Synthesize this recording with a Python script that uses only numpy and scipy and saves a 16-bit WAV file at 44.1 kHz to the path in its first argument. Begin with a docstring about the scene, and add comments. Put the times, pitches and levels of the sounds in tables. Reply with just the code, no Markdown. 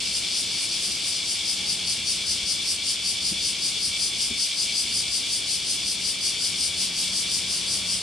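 """A summer din in a park, most likely cicadas. From the start a far chorus sizzles over distant traffic that
rumbles, hums and passes. A near singer warms up to five pulses a second, at first overlapped by a duller
neighbour. Its body retunes with every pulse: each pulse is a low, dark rasp, then a bright syllable, and the
trees scatter both. Midway a few soft thumps sound near the microphone; late on, two more vehicles pass far off."""
import sys
import numpy as np
from scipy import signal
from scipy.fft import rfft, irfft, next_fast_len
from scipy.io import wavfile
from scipy.ndimage import map_coordinates

SR = 44100
rng = np.random.default_rng(int(sys.argv[2]) if len(sys.argv) > 2 else 0)


def put_to_file(sound):
    """Save the sound as 16-bit audio at rate SR, in the file named by the first command-line argument."""
    columns = np.atleast_2d(sound).T  # one column per channel
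    safe = np.clip(columns, -1, 1)
    whole_steps = np.round(safe * 32767)
    wavfile.write(sys.argv[1], SR, whole_steps.astype(np.int16))


N = 353682

# stereo image of the diffuse layers: f/Hz, left-right likeness (1 is mono)
STEREO_LIKENESS = [(40, .6), (130, .82), (1200, .95), (3000, .88), (4800, .78), (6500, .55), (9000, .2),
                   (12000, -.2)]
# tone curves of the far chorus, the tyre rumble and the open air's rush: f/Hz, level/dB
CHORUS_EQ = [(1300, -65), (1950, -19.5), (2250, -4), (2650, -4), (3100, -1), (3480, 0.5), (3850, -1),
             (4700, 1), (5600, -1.5), (6450, -8.5), (7700, -6.5), (9300, -6), (11200, -21.5),
             (15500, -37.5)]
ROAD_EQ = [(22, -28), (35, -17), (52, -1), (90, 0.5), (125, -2.5), (190, 0), (280, -3.5), (420, -7.5),
           (700, -16.5), (1500, -41)]
AIR_EQ = [(200, -6), (550, 0), (1000, -1), (1800, 0), (3000, -4), (15000, -43)]
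# engine tones of the steady far hum and of a passing vehicle: f/Hz, level/dB
HUM_TONES = [(188, -8), (343, -8), (412, -14), (620, -19), (695, -16), (1117, -15)]
DRONE_TONES = [(94, -2.5), (186, 1)]
# far pass-bys: nearest t/s, length/s, engine level/dB, tyre rush level/dB
PASS_BYS = [(0.5, 1.5, -65, -53.5), (2.0, 0.7, -50.5, -56), (6.75, 1.07, -49.5, -53),
            (7.75, 0.95, -49, -50.5)]
# faint far tones that come and go: t/s, length/s, f/Hz, level/dB
FAR_WHINES = [(1.68, 0.35, 830, -56), (7.75, 0.3, 620, -58)]
# the neighbour's out-of-step syllables: t/s, level/dB
NEIGHBOUR_SYLLABLES = [(0.083, -33.5), (0.357, -31), (0.546, -33.5), (0.738, -30), (0.929, -30.5),
                       (1.144, -30.5), (1.48, -32)]
# the near singer's quickening pace, even between points: t/s, syllables sung so far
SINGER_PACE = [(0.165, 0), (1.308, 5), (2.705, 12), (4.614, 22), (4.97, 24), (7.007, 35), (7.35, 37),
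               (7.924, 40)]
# its effort, the fader that ring and rasp follow: t/s, level/dB
SINGER_EFFORT = [(0.15, -30.5), (1.1, -30.5), (1.55, -26.5), (4.4, -26), (5.8, -28), (8.0, -27.5)]
# tone curves of one tymbal click, as dark rasp, mid ring and bright top: f/Hz, level/dB
RASP_EQ = [(1700, -40.5), (2100, -11), (2300, 5), (2650, -8), (3100, -1.5), (3450, 7.5), (3800, -6),
           (4500, -4), (6000, -25), (9000, -62)]
RING_EQ = [(3300, -41), (4100, -12), (4500, -0.5), (4720, -5), (4950, 1), (5600, -3.5), (5850, -5),
           (6100, -6.5), (6500, -23.5), (7500, -44)]
TREBLE_EQ = [(5500, -31), (6600, -6), (7400, -2.5), (8300, -1.5), (9100, 2), (9800, -2), (10500, -6),
             (11200, -16), (13000, -21.5), (15500, -56)]
# sharp resonances of the hollow abdomen: f/Hz, level/dB, lead on the syllable's centre/s
ABDOMEN_MODES = [(4515, -7, .022), (4597, -1, .014), (4870, -6, .002), (4970, -3, -.002), (6019, -8, .001)]
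# soft knocks near the microphone: t/s, f/Hz, level/dB, t60/s
KNOCKS = [(2.43, 72, -36, 0.11), (3.215, 80, -37, .12), (3.315, 189, -29, 0.11), (3.876, 86, -36, 0.066),
          (4.305, 230, -26, 0.073)]

TIME = np.arange(N) / SR


def amp(db):
    """Decibels to gain."""
    return 10 ** (np.asarray(db) / 20)


def unit(x):
    """Scale to rms 1."""
    return x / np.sqrt(np.mean(x ** 2) + 1e-20)


def pan(left_db):
    """Stereo gains with the left channel left_db above the right."""
    return amp([[left_db / 2], [-left_db / 2]])


def along(points, hz):
    """Read a curve of (Hz, value) points on a log frequency axis."""
    f, v = np.transpose(points)
    return np.interp(np.log(hz + 1), np.log(f), v)


def eq_gain(eq, hz):
    """Gain of a tone curve that rolls off steeply beyond its ends."""
    return amp(along([(eq[0][0] / 2, -120), *eq, (eq[-1][0] * 2, -120)], hz))


def wobble(rate):
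    """A smooth random modulator, rate knots a second."""
    return map_coordinates(rng.standard_normal(int(N * rate / SR) + 4), [TIME * rate])


def filtered(x, response):
    """Filter x by a function of frequency."""
    size = next_fast_len(N + SR // 2)
    return irfft(rfft(x, size) * response(np.fft.rfftfreq(size, 1 / SR)), size)[..., :N]


def through(x, impulse):
    """Convolve x with an impulse response."""
    return signal.fftconvolve(np.atleast_2d(x), np.atleast_2d(impulse), axes=1)[:, :N]


def spread(pair, eq):
    """Two unrelated signals become a coloured stereo bed of rms 1."""
    width = lambda hz: np.arccos(np.clip(along(STEREO_LIKENESS, hz), -1, 1)) / 2
    mid, side = filtered(pair, lambda hz: eq_gain(eq, hz) * [np.cos(width(hz)), np.sin(width(hz))])
    return unit(np.array([mid + side, mid - side]))


def swells(centres, lengths, levels_db):
    """Bell-shaped envelopes; a length is the time spent above half power."""
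    t = np.arange(0, N, 32) / SR
    bells = np.exp(-np.log(2) * (2 * (t[:, None] - centres) / lengths) ** 2)
    return np.sqrt(np.interp(TIME, t, bells @ amp(levels_db) ** 2))


def tymbals(rate_hz, jitter_s, limp_db, scatter_db):
    """A click train: the two tymbals take turns, and limp_db makes one a little stronger."""
    at = np.flatnonzero(np.diff(np.floor(np.cumsum(rate_hz) / SR)))
    late, force = rng.standard_normal((len(at), 2)).T
    at = np.clip(at + np.round(late * jitter_s * SR).astype(int), 0, N - 1)
    return np.bincount(at, amp(scatter_db * force + limp_db * (-1) ** np.arange(len(at))), N)


def rib_bursts(clicks, t60):
    """A tymbal's ribs buckle in a short ragged burst after every click; one burst for each ear."""
    age = np.arange(SR // 20) / SR
    power = through(clicks ** 2, amp(-60 * age / t60) ** 2)
    return np.sqrt(np.abs(power)) * rng.standard_normal((2, N))


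def far_chorus(count=12, pulse_db=3, settled_db=-29, ease_db=1.5, ease_s=1.0):
    """Far singers, each at its own click rate and tempo, blur into a sizzle that eases down a little."""
    voices = np.zeros(N)
    for _ in range(count):
        pitch, tempo, start = rng.uniform(-1, 1, 3)
        beat = np.sin(2 * np.pi * ((4.6 + tempo) * TIME + start))
        clicks = tymbals(370 + 45 * pitch + 12 * beat, jitter_s=.0003, limp_db=0.6, scatter_db=2.5)
        voices += clicks * amp(pulse_db * beat)
    sizzle = spread(rib_bursts(voices, t60=0.02), CHORUS_EQ)
    level_db = settled_db + ease_db * np.exp(-TIME / ease_s) + 0.2 * wobble(18)
    return sizzle * amp(level_db) * pan(left_db=1.5)


def engine_tones(tones, waver_hz, ear_phase):
    """Wavering engine notes; shifting paths bring them to the two ears out of step."""
    out = 0
    for hz, db in tones:
        phase = 2 * np.pi * np.cumsum(hz + waver_hz * wobble(15)) / SR
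        arrival = ear_phase * wobble(6) * np.array([[1], [-1]])
        out = out + amp(db + 1.7 * wobble(2.55)) * np.sin(phase + arrival)
    return out


def traffic(road_db=-46.5, hum_db=-50, air_db=-48.5, dip_at=4.49, dip_depth=0.6):
    """A bed of tyre rumble, engine hum, faint whines and open air; each pass-by adds drone and rush."""
    nearest, length, engine_db, rush_db = np.transpose(PASS_BYS)
    rumble = spread(rng.standard_normal((2, N)), ROAD_EQ) * amp(road_db + 0.59 * wobble(14))
    hum = engine_tones(HUM_TONES, waver_hz=3.91, ear_phase=0.19) * amp(hum_db)
    drone = engine_tones(DRONE_TONES, waver_hz=7.08, ear_phase=0.14) * swells(nearest, length, engine_db)
    lull = 1 - dip_depth * swells([dip_at], 0.1, [0])  # the low end ducks briefly
    rush_gain = np.hypot(amp(air_db), swells(nearest, length, rush_db))
    rush = rush_gain * spread(rng.standard_normal((2, N)), AIR_EQ)
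    whines = sum(engine_tones([(hz, 0)], waver_hz=2.9, ear_phase=0.2) * swells([at], span, [db])
                 for at, span, hz, db in FAR_WHINES)
    return (rumble + hum + drone) * lull + rush + whines


def song(first_length_s=0.045, growth=0.0028, warm_treble_db=-28.5, warm_up_db=3.5, warm_up_s=0.81,
         uneven_db=0.37, uneven_length=0.043, neighbour_s=0.055, neighbour_treble_db=-5.5):
    """Cue list for singer and neighbour: centre t/s, length/s, ring level/dB, treble level/dB."""
    times, sung = np.transpose(SINGER_PACE)
    centres = np.interp(np.arange(sung[-1] + 1), sung, times)
    force, stretch = rng.standard_normal((len(centres), 2)).T
    # the singer's syllables lengthen and brighten as it warms up
    length = (first_length_s + growth * centres) * np.exp(uneven_length * stretch)
    ring_db = np.interp(centres, *np.transpose(SINGER_EFFORT)) + uneven_db * force
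    treble_db = warm_treble_db - warm_up_db * np.exp(-centres / warm_up_s) + uneven_db * force
    neighbour = [(at, neighbour_s, db, db + neighbour_treble_db) for at, db in NEIGHBOUR_SYLLABLES]
    return np.transpose(sorted([*zip(centres, length, ring_db, treble_db), *neighbour]))


def voiced(clicks, eq, size=2048):
    """Give every click a sharp attack and the ring of a tone curve (minimum phase), at rms 1."""
    cepstrum = irfft(np.log(eq_gain(eq, np.fft.rfftfreq(size, 1 / SR))))
    cepstrum[1:size // 2] *= 2
    cepstrum[size // 2 + 1:] = 0
    return unit(through(clicks, irfft(np.exp(rfft(cepstrum)))))


def trees(x, wet_db, t60, left_db, size=8192):
    """Direct sound plus scatter from moving leaves: a short reverb whose tail is new in every block."""
    age = np.arange(size) / SR
    blocks = signal.stft(x[0], window="cosine", nperseg=size, nfft=2 * size)[2].T
    tails = rng.standard_normal((len(blocks), 2, size)) * amp(-60 * age / t60)
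    wet = np.zeros((2, N + 4 * size))
    for k, piece in enumerate(irfft(blocks[:, None] * rfft(tails, 2 * size))):
        wet[:, k * size // 2:][:, :2 * size] += piece
    wet = unit(wet[:, size // 2:][:, :N]) * x.std() * amp(wet_db)
    return (x + wet) / np.hypot(1, amp(wet_db)) * pan(left_db)


def dark_rasps(syllables, lead_s=0.091, rasp_s=0.058, rate_hz=388, trim_db=-6,
               mode_hz=3453, mode_s=0.09, mode_db=-4.5):
    """Ahead of each syllable the body is tuned lower and the tymbals run faster; one sharp mode sings."""
    centres, _, ring_db, _ = syllables
    clicks = tymbals(rate_hz + 9 * wobble(14), jitter_s=.00022, limp_db=0, scatter_db=1.3)
    rasp = voiced(clicks, RASP_EQ) * swells(centres - lead_s, rasp_s, ring_db + trim_db)
    tone = np.sin(2 * np.pi * mode_hz * TIME + np.pi / 2 * wobble(110))
    body = tone * swells(centres - lead_s, mode_s, ring_db + trim_db + mode_db)
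    return trees(rasp + body, wet_db=-6.5, t60=0.077, left_db=3.0)


def bright_syllables(syllables, rate_hz=359, sag_hz_per_s=420, treble_lag_s=0.01,
                     click_db=-1, body_db=-4.0, snap_db=-2, burst_db=-4.5):
    """The click rate sags through each syllable; the ring climbs mode by mode, the treble peaks last."""
    centres, length, ring_db, treble_db = syllables
    nearest = np.searchsorted((centres[1:] + centres[:-1]) / 2, TIME)
    click_hz = rate_hz - sag_hz_per_s * (TIME - centres[nearest]) + 4 * wobble(7)
    clicks = tymbals(click_hz, jitter_s=.00007, limp_db=-0.3, scatter_db=0.5)
    ring = voiced(clicks, RING_EQ) * swells(centres - .002, length, ring_db + click_db)
    # the top layer: a clean snap, which the trees scatter, and a ragged burst
    snap = amp(snap_db) * trees(voiced(clicks, TREBLE_EQ), wet_db=17.0, t60=0.042, left_db=-0.5)
    burst = amp(burst_db) * spread(rib_bursts(clicks, t60=0.046), TREBLE_EQ)
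    treble = (snap + burst) * swells(centres + treble_lag_s, length * 1.1, treble_db)
    # the clicks keep the abdomen's modes sounding, played here as sines with a wandering phase
    body = 0
    for hz, db, lead in ABDOMEN_MODES:
        tone = np.sin(2 * np.pi * hz * TIME + np.pi / 3 * wobble(75))
        body += tone * swells(centres - lead, length, ring_db + db + body_db)
    return (body + treble) * pan(left_db=3) + trees(ring, wet_db=-0.5, t60=0.062, left_db=3.5)


def thumps(attack_s=0.0044, puff_db=-9, overtone_ratio=1.62, overtone_db=-9, trim_db=3.5):
    """Soft knocks: a damped low mode, a weaker one above it and a puff of rumble."""
    out = np.zeros((2, N))
    puff = amp(puff_db) * spread(rng.standard_normal((2, N)), ROAD_EQ)
    for at, hz, db, t60 in KNOCKS:
        age = np.maximum(TIME - at, 0)
        phase = 2 * np.pi * hz * age
        modes = np.sin(phase) + amp(overtone_db) * np.sin(overtone_ratio * phase)
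        envelope = amp(db + trim_db - 60 * age / t60) * (1 - np.exp(-age / attack_s))
        out += envelope * (modes + puff)
    return out


def scene():
    """The full mix, as heard from the lawn."""
    syllables = song()
    return far_chorus() + traffic() + dark_rasps(syllables) + bright_syllables(syllables) + thumps()


def record(dry, top_hz=15700):
    """The microphone's colour: one full and one partial narrow notch, then a hard high cut."""
    notch = lambda f, hz, width: (hz * hz - f * f) / (hz * hz - f * f + 1j * f * width)
    notches = lambda f: notch(f, hz=2506, width=67) * (0.28 + 0.68 * notch(f, hz=3980, width=97))
    return filtered(filtered(dry, notches), lambda f: f < top_hz)


dry = scene()
out = record(dry)
put_to_file(out)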